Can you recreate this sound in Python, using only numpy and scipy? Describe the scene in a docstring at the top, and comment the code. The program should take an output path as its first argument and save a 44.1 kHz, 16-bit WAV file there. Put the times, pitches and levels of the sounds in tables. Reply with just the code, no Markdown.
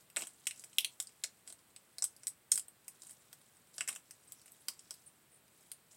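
"""Crushing a dry seed pod

Fingers crush a brittle seed pod over a table in a small, quiet room. Each crack is a millisecond
avalanche of breaking fibres that knocks the husk and sets a flake of its shell ringing. Each squeeze
crumbles the husk; stray splinters tick and dry scales squeak as the fingers turn it. The table and
the walls answer, and the microphone adds a bright treble resonance."""
import sys
import numpy as np
from scipy import signal
from scipy.fft import rfft, irfft
from scipy.io import wavfile

SR = 44100
rng = np.random.default_rng(int(sys.argv[2]) if len(sys.argv) > 2 else 0)


def waveform_to_disk(signal):
    """Save audio, clipped to [-1, 1], as 16-bit WAV at the path in sys.argv[1]."""
    frames = np.transpose(np.atleast_2d(signal))
    scaled = np.clip(frames, -1, 1) * 32767
    samples = np.round(scaled).astype(np.int16)
    wavfile.write(sys.argv[1], SR, samples)


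N = 263250

# how hard the fingers work as they turn the husk between squeezes: time_s, effort_db
HANDLING_EFFORT = [(0, -62.5), (.08, -82), (.3, -65.5), (.75, -64.5), (1.35, -73.5), (1.85, -75),
                   (2.24, -68), (2.42, -101), (2.95, -68.5), (3.2, -67), (3.62, -72), (4.0, -70.5),
                   (4.45, -66.5), (4.97, -66), (5.4, -87), (5.58, -66), (5.97, -79.5)]


def from_db(db):
    """Decibels to gain."""
    return 10 ** (np.asarray(db) / 20)


def rms_one(x):
    """Scale to rms 1."""
    return x / np.sqrt(np.mean(x ** 2) + 1e-20)


def at_hz(points, hz, column=1):
    """Read a column of a table on a log-frequency axis."""
    table = np.array(points)
    return np.interp(np.log(np.maximum(hz, 1)), np.log(table[:, 0]), table[:, column])


def band(x, low_hz, high_hz, order=2):
    """Causal band-pass."""
    sos = signal.butter(order, [low_hz, min(high_hz, .48 * SR)], "band", fs=SR, output="sos")
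    return signal.sosfilt(sos, x)


def resonance(x, hz, width_hz):
    """One resonance with gain 1 at its peak."""
    radius = np.exp(-np.pi * width_hz / SR)
    feedback = [1, -2 * radius * np.cos(2 * np.pi * hz / SR), radius ** 2]
    return signal.lfilter(np.array([1, 0, -1]) * (1 - radius ** 2) / 2, feedback, x)


def add(out, start_s, sound):
    """Mix a sound in at its start time."""
    start = max(round(start_s * SR), 0)
    out[start:start + len(sound)] += sound[:max(N - start, 0)]


def room_air(level_db=-68.5):
    """Room tone: a steady low murmur of air with a soft hiss."""
    # spectrum of the still air: frequency_hz, relative_density_db
    spectrum = [(25, -23.5), (45, -13), (70, -5.5), (130, 2.5), (260, -3), (500, -5), (1000, -7),
                (2000, -8.5), (4000, -12.5), (6300, -18), (8200, -14.5), (11000, -14.5), (16000, -13)]
    shape = from_db(at_hz(spectrum, np.arange(N // 2 + 1) * SR / N))
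    murmur = irfft(rfft(rng.standard_normal(N)) * shape, N)
    return from_db(level_db) * rms_one(murmur)


def room(x, build_s=0.00022, clutter_db=-6, clutter_s=0.0078):
    """Add sharp echoes from the table, quick scatter from the things on it, then a diffuse tail."""
    # reflections off nearby surfaces: delay_s, gain_db
    echoes = [(.0019, -8), (.0034, -10), (.0064, -17), (.0085, -29), (0.0094, -38.5)]
    # the walls' tail, relative to the direct sound: frequency_hz, level_db, t60_s
    reverb = [(404, 8, 0.087), (1430, -7.5, 0.19), (3340, -9.5, 0.18), (6000, -9, 0.17), (8500, -3.5, 0.13),
              (15000, -1, 0.075)]
    t = np.arange(SR // 2) / SR
    scatter = from_db(clutter_db) * rms_one(np.exp(-t / clutter_s))
    response = np.zeros(len(t))
    edges_hz = np.geomspace(150, 18000, num=13)
    for low_hz, high_hz in zip(edges_hz, edges_hz[1:]):
        centre_hz = np.sqrt(low_hz * high_hz)
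        fade = from_db(-60 * t / at_hz(reverb, centre_hz, column=2))
        tail = from_db(at_hz(reverb, centre_hz)) * rms_one(fade)
        envelope = np.hypot(tail, scatter) * (1 - np.exp(-t / build_s)) / np.sqrt(len(t))
        response += band(rng.standard_normal(len(t)) * envelope, low_hz, high_hz)
    for delay_s, gain_db in echoes:
        response[round(delay_s * SR)] += from_db(gain_db)
    return x + signal.fftconvolve(x, response)[:N]


def finger_effort(attack_s=0.0044, release_s=0.026):
    """Gain envelope of the fingers: light handling, and squeezes that build quickly, hold and let go."""
    # squeezes that crumble a patch of husk: start_s, hold_s, effort_db
    squeezes = [(0.168, 0.055, -48), (0.548, 0.056, -59), (1.468, 0.029, -56), (2.516, 0.051, -49),
                (2.995, 0.13, -63), (3.734, 0.062, -58.5), (3.801, 0.019, -52), (3.879, 0.043, -49),
                (5.914, .02, -59)]
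    t = np.arange(N) / SR
    effort = from_db(np.interp(t, *np.transpose(HANDLING_EFFORT)))
    for start_s, hold_s, effort_db in squeezes:
        before_s, after_s = np.maximum(start_s - t, 0), np.maximum(t - start_s - hold_s, 0)
        squeeze = from_db(effort_db) * np.exp(-before_s / attack_s - after_s / release_s)
        effort = np.hypot(effort, squeeze)
    return effort


def husk_flex(gain_db=-25, low_hz=150, high_hz=700):
    """The whole husk gives a little under the fingers, with a dull rustle that follows the effort."""
    rustle = band(rng.standard_normal(N), low_hz, high_hz)
    return from_db(gain_db) * finger_effort() * rms_one(rustle)


def scale_squeaks(slips_per_s=800, width_hz=700):
    """Dry scales slide over each other in uneven slips that keep one narrow resonance ringing."""
    # slides of scale on scale: start_s, length_s, pitch_hz, level_db
    slides = [(3.091, 0.026, 9600, -63.5), (4.269, 0.025, 8500, -72), (4.349, .11, 5600, -76.5),
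              (4.767, .13, 5300, -80), (5.052, 0.033, 9170, -63.5), (5.301, 0.088, 9180, -74)]
    out = np.zeros(N)
    for start_s, length_s, pitch_hz, level_db in slides:
        samples = int(length_s * SR)
        slips = (rng.random(N) < slips_per_s / SR)[:samples] + 1e-18
        ring = resonance(slips, pitch_hz, width_hz)
        squeak = resonance(ring, pitch_hz, 2 * width_hz) * signal.windows.tukey(samples, .5)
        add(out, start_s, from_db(level_db) * rms_one(squeak))
    return out


def crumbs(per_s=800, spread_db=5.5, gain_db=-8, width_hz=1100, rub_db=-8):
    """Tiny bits of husk break off and tick at random pitches over the faint rub of skin."""
    breaks = rng.random(N) < per_s / SR
    sizes = from_db(spread_db * np.minimum(rng.exponential(1, N), 3))
    impulses = breaks * sizes * rng.choice([-1, 1], N)
    pitches_hz = np.linspace(3500, 12000, num=12)
    pitch_index = rng.integers(0, len(pitches_hz), N)
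    ticks = sum(resonance(impulses * (pitch_index == k) + 1e-18, hz, width_hz)
                for k, hz in enumerate(pitches_hz))
    rub = band(rng.standard_normal(N), 1004, 11690)
    return from_db(gain_db) * finger_effort() * (rms_one(ticks) + from_db(rub_db) * rms_one(rub))


def stray_splinters(per_s=4.3, offset_db=-11, spread_db=8, low_hz=2600, high_hz=5200):
    """Rows for cracks(): splinters give way at random, louder while the fingers are busy."""
    knock_db, ring_db, rasp_db, fizz_db = -10.5, -2, -4.5, -7  # relative to the snap
    gap_draw, level_draw, pitch_draw = rng.random((120, 3)).T
    starts_s = np.cumsum(-np.log(1 - gap_draw)) / per_s
    handling_db = np.interp(starts_s, *np.transpose(HANDLING_EFFORT))
    snaps_db = handling_db + offset_db + spread_db * (2 * level_draw - 1)
    rings_hz = low_hz * (high_hz / low_hz) ** pitch_draw
    return [(start_s, snap_db, knock_db, ring_hz, ring_db, rasp_db, fizz_db)
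            for start_s, snap_db, ring_hz in zip(starts_s, snaps_db, rings_hz)]


def husk_knock(force, knock_db, low_hz=160, high_hz=2650, db_per_octave=7, bass_rolloff_hz=850):
    """A break knocks the husk; a firmer knock moves more of it and reaches lower."""
    lowest_hz = np.clip(low_hz * 2 ** (-knock_db / db_per_octave), low_hz, high_hz / 2)
    knock = band(force, lowest_hz, high_hz, order=3)
    return band(knock, bass_rolloff_hz, 2 * high_hz, order=1)  # so small a body radiates bass weakly


def shell_ring(force, ring_hz, width_hz=850, span_ratio=1.56):
    """A break sets a flake of shell ringing briefly at its own pitch."""
    drive = band(force, ring_hz / span_ratio, ring_hz * span_ratio)
    return resonance(drive, ring_hz, width_hz)


def cracks(rows, length_s=.02, avalanche_s=0.00063, first_break=1.4, settle_db=-22, settle_s=0.0064):
    """One fibre gives way, its neighbours follow within a millisecond, and the broken edges settle."""
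    out = np.zeros(N)
    t = np.arange(int(length_s * SR)) / SR
    envelope = np.exp(-t / avalanche_s) + from_db(settle_db) * np.exp(-t / settle_s)
    for start_s, snap_db, knock_db, ring_hz, ring_db, rasp_db, fizz_db in rows:
        force = rng.standard_normal(len(t)) * envelope
        force[0] = first_break
        knock = from_db(knock_db) * rms_one(husk_knock(force, knock_db))
        ring = from_db(ring_db) * rms_one(shell_ring(force, ring_hz))
        # ever finer fibres rasp, snap and fizz
        rasp = from_db(rasp_db) * rms_one(band(force, 4650, 6500))
        snap = rms_one(band(force, 7210, 9320))
        fizz = from_db(fizz_db) * rms_one(band(force, 7640, 14000))
        # neighbouring parts swing in opposite directions
        add(out, start_s, from_db(snap_db) * (knock - ring + rasp - snap + fizz))
    return out


def scene():
    """The pod cracks, crumbles, squeaks and flexes in its room, over the room tone; mono."""
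    # the main breaks in the pod, with knock, ring, rasp and fizz relative to the snap:
    # start_s, snap_db, knock_db, ring_hz, ring_db, rasp_db, fizz_db
    main_breaks = [(.1007, -73.5, -11, 3000, 1, -4, 4), (.1627, -55, -1, 3730, 4.5, -23, -2),
                   (.1688, -43, -4, 2760, -3.5, -18, -22), (.2081, -60, 1, 2770, -5, -10, -12),
                   (.2209, -54, -3.5, 2900, -0.5, -5, -24), (.2359, -63, -1, 3350, 1, -12, -17),
                   (.2706, -55.5, -12.5, 3280, -12, -16, -8), (.4693, -45, -36, 2810, 1.5, -12, -12),
                   (.4723, -47, -16.5, 2930, -4.5, -2.5, -6), (.5095, -56, -30, 2700, 4.5, -7, -9),
                   (.5955, -61.5, -23, 4090, -27, -4, -7), (.6385, -65, -5.5, 2800, -2, -1, -15.5),
                   (.6428, -63, -20, 2750, -22, -6, -2), (.7305, -73, -24, 3060, 3, -11, -20),
                   (.7842, -45.5, -13.5, 3170, 14, 2.5, 7), (.8068, -60, -11, 3300, 2, 2, 9.5),
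                   (.8464, -48.5, -9.5, 3290, 9, -5, .5), (1.0011, -46, -15.5, 3300, -7, -5, -6),
                   (1.0246, -61, -22, 3150, -12, -5, 1), (1.071, -62.5, -23, 3910, -29, 2, -20),
                   (1.2375, -47, -18, 4410, 3, -6, -10), (1.241, -54, -8, 2060, 2, 7, -7),
                   (1.476, -60, -10, 3280, -11, -5, -26), (1.5016, -64, -10, 3400, -5, -7, -20),
                   (1.5251, -61.5, -11, 4200, -7.5, -12, -5), (1.7628, -63.5, -13, 3000, -3, -2.5, -9),
                   (1.9834, -53, -9.5, 5240, 6.5, -6, -8), (2.0227, -42, -16, 5350, 9.5, 8.5, -23),
                   (2.0411, -41.5, -20, 5500, -1.5, 1.5, -3), (2.0499, -60, -33, 3540, -1, -20, -3),
                   (2.1646, -72, -19, 4010, -20, 1.5, 2), (2.2341, -63, -8.5, 3160, -30, -3, -21),
                   (2.2699, -46, -24, 3500, -11.5, -7.5, -5.5),
                   (2.2795, -52.5, -16.5, 3360, -22, -10.5, -1), (2.5158, -54.5, -31, 3790, -16, -14, 0),
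                   (2.5185, -34, -19.5, 3670, -17.5, -2.5, -11), (2.5405, -52, -29, 4100, -24, -13, 0),
                   (2.557, -44, -28, 3950, -18, -16, -8), (2.5766, -45.5, -13.5, 3250, -14, -6, -3),
                   (2.5955, -50, -31, 3340, -13.5, -17, -6), (2.6825, -64.5, -13.5, 3100, -15, -18, 1.5),
                   (2.881, -56, -15, 2850, -14, -6, 0), (3.0198, -62, -26, 3600, -9, -5, -16),
                   (3.0332, -68.5, -5, 4110, -17, -2, 0), (3.0689, -63, -27, 2970, -19, -13, -10),
                   (3.0948, -64, -19, 2030, -8, -11, -11), (3.109, -62.5, -18, 2400, -13, -8, -2),
                   (3.3291, -66.5, -0.5, 3370, -12, 2, 4), (3.7816, -54, -4, 3160, -20, 2, -13),
                   (3.8083, -47.5, -0.5, 2820, 1.5, -4, -14), (3.877, -49.5, -12, 2230, -5, -10, -19),
                   (3.886, -52, -8, 2270, -1, 3.5, 2), (3.8898, -47.5, -7.5, 2580, -3, -17, -4),
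                   (3.9278, -58.5, -18, 2850, -5, -17, -16), (3.9512, -60, -13, 2580, -21, -18, -6),
                   (3.9605, -57, -9, 2600, -2, -5, -5), (4.1088, -63, -15, 2260, -8, 2, -3),
                   (4.321, -59, -15.5, 3250, -25, -5, 2), (4.459, -77, -1, 2620, -2, -9, 8),
                   (4.5197, -71, -29, 3440, -25, -26, 7), (4.6841, -52.5, -2.5, 3370, -0.5, 9.5, 5.5),
                   (4.7929, -64.5, -24, 3030, -13, -2, -19), (4.908, -56.5, -9, 3000, -12, 4, -2),
                   (4.9408, -76.5, -5.5, 3420, -15, 10, 11), (5.7166, -58.5, -9, 3450, -14.5, -2, 5)]
    pod = cracks(main_breaks + stray_splinters()) + crumbs() + scale_squeaks() + husk_flex()
    return (room(pod) + room_air())[None]


def record(dry, port_hz=8210, port_width_hz=1130, port_gain=1.29, cutoff_hz=16000):
    """The microphone port rings in the treble; the top is cut steeply."""
    brightened = dry + port_gain * resonance(dry, port_hz, port_width_hz)
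    low_pass = signal.ellip(10, .2, 80, cutoff_hz, fs=SR, output="sos")
    return signal.sosfilt(low_pass, brightened)


dry = scene()
out = record(dry)
waveform_to_disk(out)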